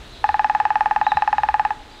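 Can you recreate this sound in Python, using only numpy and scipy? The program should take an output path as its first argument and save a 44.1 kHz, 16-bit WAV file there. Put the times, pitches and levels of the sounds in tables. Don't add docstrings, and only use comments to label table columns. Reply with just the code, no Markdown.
import sys
import numpy as np
from scipy import signal
from scipy.io import wavfile

SR = 44100
rng = np.random.default_rng(int(sys.argv[2]) if len(sys.argv) > 2 else 0)


def voltage_ratio(decibels):
    exponent = np.asarray(decibels, float) / 20
    return 10 ** exponent


def unload_wav(signal):
    wavfile.write(
        sys.argv[1],
        SR,
        np.round(np.clip(np.atleast_2d(signal).T, -1, 1) * 32767).astype(np.int16),
    )


N = 88200

# time in seconds, strength in dB, hardness (extra brightness) in dB.
BLOWS = [(0.2412, 2, 0), (0.2902, 0, 2), (0.3424, -0.0, -1.5), (0.3936, 1.3, 1.5), (0.4442, 1.1, 2.7),
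         (0.4971, 0, 1.7), (0.549, 0.4, 0), (0.6004, 0.2, 0.0), (0.6525, 0.5, 1.5), (0.7042, -0.4, -1.0),
         (0.7557, 0.5, 2), (0.8073, 0.95, 0.5), (0.8581, 0.3, -0.5), (0.9101, 0.3, -1.5),
         (0.9611, 0.7, 0.5), (1.0132, 0.6, -0.5), (1.0659, 1.4, 1.7), (1.1182, 0.9, 1.7), (1.1704, 0.9, 2),
         (1.2214, 0.55, 2.5), (1.276, 0.5, 0.5), (1.3283, 0.6, 0.7), (1.3818, -0.2, 1.1),
         (1.4338, 0.5, 1.5), (1.4873, 0.5, 2.8), (1.5415, 0.9, 1.5), (1.5953, 1, 1.4), (1.6502, -0.5, 2),
         (1.7056, -3.5, 0.2)]


def rms_one(x):
    return x / np.sqrt(np.mean(x ** 2) + 1e-20)


def butter(x, hz, kind, order=2):
    return signal.sosfilt(signal.butter(order, hz, kind, fs=SR, output="sos"), x)


def drift(rate):
    step = 40
    r = np.exp(-2 * np.pi * rate * step / SR)
    chance = rng.standard_normal(N // step + 2002)
    slow = signal.lfilter([1], [1, -2 * r, r * r], chance)[2000:]
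    return np.interp(np.arange(N) / step, np.arange(len(slow)), rms_one(slow))


def banded_noise(spectrum, patchy_db, flicker):
    hz, db = np.transpose(spectrum)
    edges = 20 * 2 ** np.arange(0, 10.1, 1 / 3)
    white = rng.standard_normal((2, N + SR))
    out = 0
    for k, (low, high) in enumerate(zip(edges, edges[1:])):
        log_middle = np.log(low * high) / 2
        level = np.interp(log_middle, np.log(hz), db, left=db[0] - 12, right=-90)
        band = butter(white[k % 2], [low, high], "band")[SR:]
        out = out + voltage_ratio(level + patchy_db * drift(flicker)) * band
    return rms_one(out)


def forest(x, t60, start_s):
    trees_per_s, rise_s = 3000, 0.012
    t = np.arange(SR) / SR - start_s
    trunks = (rng.random(SR) < trees_per_s / SR) * rng.standard_normal(SR)
    echoes = trunks * np.clip(t / rise_s, 0, 1) * voltage_ratio(-60 * t / t60)
    return signal.fftconvolve(x, echoes / np.sqrt(np.sum(echoes ** 2)))[:N]


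def leaf_hiss():
    # pitch in Hz, level in dB per Hz.
    hiss_spectrum = [(200, -2.5), (420, -7), (1100, -10.5), (3000, -14), (5500, -23), (8000, -29),
                     (12000, -44.5), (17000, -42.5)]
    level_db = -44.5 - 0.94 * (np.arange(N) / SR - 0.5)
    return voltage_ratio(level_db) * banded_noise(hiss_spectrum, patchy_db=1.02, flicker=6.6)


def wind():
    # pitch in Hz, level in dB per Hz.
    wind_spectrum = [(12, -34), (20, 7.5), (64, 5.5), (162, -6.5), (200, -22), (260, -48.5), (440, -120)]
    # time in seconds, level of the wind in dB.
    gusts = [(0, -42.5), (.5, -46), (.95, -46.5), (1.1, -47.5), (1.3, -46.5), (1.6, -44), (2, -50)]
    # middle in seconds, level in dB, pitch in Hz, length in seconds.
    bumps = [
        (.31, -38, 75, .04),
        (1.172, -33, 72, .022),
        (1.165, -38, 145, .02),
        (1.4, -40, 60, .03),
        (1.41, -43, 125, .04),
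        (1.52, -37, 62, .035),
    ]
    t = np.arange(N) / SR
    thumps = np.zeros(N)
    for middle, db, hz, length in bumps:
        swell = np.exp(-((t - middle) / length) ** 2)
        thumps += voltage_ratio(db) * swell * np.sin(2 * np.pi * hz * (middle - t))
    rumble = banded_noise(wind_spectrum, patchy_db=-0.7, flicker=6.9)
    return voltage_ratio(np.interp(t, *np.transpose(gusts))) * rumble + thumps


def unrest():
    # time in seconds, level in dB.
    unrest_level = [(0.0, -47), (0.24, -47), (0.55, -53.5), (0.79, -56.5), (1.16, -52.5), (2.0, -51.5)]
    chorus_hz, chorus_width_hz, rustle_hz = 3810, 900, 7440
    edges = [chorus_hz - chorus_width_hz / 2, chorus_hz + chorus_width_hz / 2]
    chorus = rms_one(butter(rng.standard_normal(N), edges, "band"))
    chorus = voltage_ratio(-2.5 + 2.0 * drift(9.2)) * chorus
    rustle = butter(rng.standard_normal(N), [rustle_hz, 1.5 * rustle_hz], "band", order=1)
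    level_db = np.interp(np.arange(N) / SR, *np.transpose(unrest_level))
    return voltage_ratio(level_db) * (chorus + voltage_ratio(-21) * rms_one(rustle))


def songbirds():
    # start in seconds, length in seconds, then start, middle and end pitch in Hz.
    whistles = [
        (.035, .04, 3650, 3858, 3700),
        (0.114, 0.042, 3800, 4195, 3570),
        (0.167, .05, 3700, 4070, 4060),
        (1.04, .085, 3600, 4086, 3520),
        (1.126, 0.086, 3810, 4025, 3890),
        (1.77, .05, 4050, 4100, 4100),
        (1.872, 0.045, 4050, 3974, 4080),
        (1.892, .07, 4500, 4790, 4830),
        (1.986, 0.013, 3700, 3800, 3700),
    ]
    whistle_db = [-51, -50, -54, -43, -52, -57, -56, -58, -51]
    t = np.arange(N) / SR
    waver_hz = 30.7 * drift(67.0)
    flutter = voltage_ratio(3 * drift(33.0))
    out = 0
    for (start, length, hz0, hz1, hz2), db in zip(whistles, whistle_db):
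        u = np.clip((t - start) / length, 0, 1)
        hz = np.interp(u, [0, .5, 1], [hz0, hz1, hz2]) + waver_hz
        swell = np.sqrt(2 * np.abs(np.sin(np.pi * u)))
        out = out + voltage_ratio(db) * swell * np.sin(2 * np.pi * np.cumsum(hz) / SR)
    return out * flutter


def twig():
    t = np.maximum(np.arange(N) / SR - 0.064, 0)
    snap = (t > 0) * np.exp(-t / .002) * rng.standard_normal(N)
    return voltage_ratio(-53) * butter(snap, 12000, "high")


def ring(clicks, hz, t60):
    r, w = voltage_ratio(-60 / (t60 * SR)), 2 * np.pi * hz / SR
    return signal.lfilter([0, np.sin(w)], [1, -2 * r * np.cos(w), r * r], clicks + 1e-18)


def branch_ringing(at):
    # pitch in Hz, level in dB, time to drop 60 dB in seconds, side of the swing (+1 or -1).
    modes = [(622, -20.6, .0207, -1), (724, -33, .06, 1), (804, -.9, .0177, -1), (857, -4.5, .063, 1),
             (946, -6.1, .0146, 1), (1198, -22, .033, 1), (1672, -8.8, .0087, 1), (1778, -6.3, .0105, -1),
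             (2543, -19.9, .0142, 1), (2888, -18.3, .003, -1), (3824, -36.5, .012, -1),
             (4600, -38, .012, 1), (5220, -36, .014, 1), (6600, -44, .012, -1)]
    _, db, hard_db = np.transpose(BLOWS)
    wood = np.zeros(N)
    for hz, level_db, t60, side in modes:
        luck_db = 0.18 * rng.standard_normal(len(at))
        clicks = np.zeros(N)
        clicks[at] = voltage_ratio(db + level_db + hard_db * (hz > 2200) + luck_db)
        wood += np.sign(side) * ring(clicks, hz, t60)
    soft = np.exp(-2 * np.pi * 5380 / SR)
    wood = signal.lfilter([(1 - soft) ** 2], [1, -2 * soft, soft ** 2], wood)
    wood = butter(wood, 700, "high", order=4)
    return signal.lfilter(*signal.iirnotch(530, 5.5, fs=SR), wood)


def bill_ticks(at):
    crack_s, crack_hz = .002, 4500
    _, db, hard_db = np.transpose(BLOWS)
    clicks = np.zeros(N)
    clicks[at] = voltage_ratio(db + hard_db - 46 + 2.0 * rng.standard_normal(len(at)))
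    clicks[at[0]] *= voltage_ratio(6.0)
    t = np.arange(SR // 50) / SR / crack_s
    tick = np.convolve(clicks, t * np.exp(1 - t))[:N] * rng.standard_normal(N)
    crack = butter(tick, [crack_hz / 4.0, crack_hz * 1.4], "band")
    return crack + voltage_ratio(-19) * butter(tick, 8000, "high")


def drumming():
    at = np.round(np.transpose(BLOWS)[0] * SR).astype(int)
    return branch_ringing(at) + bill_ticks(at)


def limb():
    s, db, _ = np.transpose(BLOWS)
    clicks = np.zeros(N)
    clicks[np.round(s * SR).astype(int)] = voltage_ratio(db + 5)
    return forest(butter(clicks, [1080, 1850], "band"), t60=0.33, start_s=0.00073)


def echoes(drum, birds):
    near_hz = 1350
    far_drum = voltage_ratio(-23) * forest(drum, t60=1.3, start_s=.026)
    middle = butter(butter(drum, near_hz / 0.88, "high"), near_hz * 1.77, "low")
    near_drum = voltage_ratio(-12) * forest(middle, t60=0.17, start_s=0.0034)
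    bird_echo = voltage_ratio(-4.5) * forest(birds, t60=0.45, start_s=0.0013)
    return far_drum + near_drum + bird_echo


def scene():
    background = leaf_hiss() + wind() + unrest() + twig()
    birds = songbirds()
    drum = drumming()
    return (background + birds + drum + limb() + echoes(drum, birds))[None]


def roll_off(x):
    return signal.sosfilt(signal.butter(12, 16270, fs=SR, output="sos"), x)


def record(dry):
    mix = signal.sosfilt(signal.cheby2(10, 50, 16600, fs=SR, output="sos"), dry)
    return roll_off(mix)


dry = scene()
out = record(dry)
unload_wav(out)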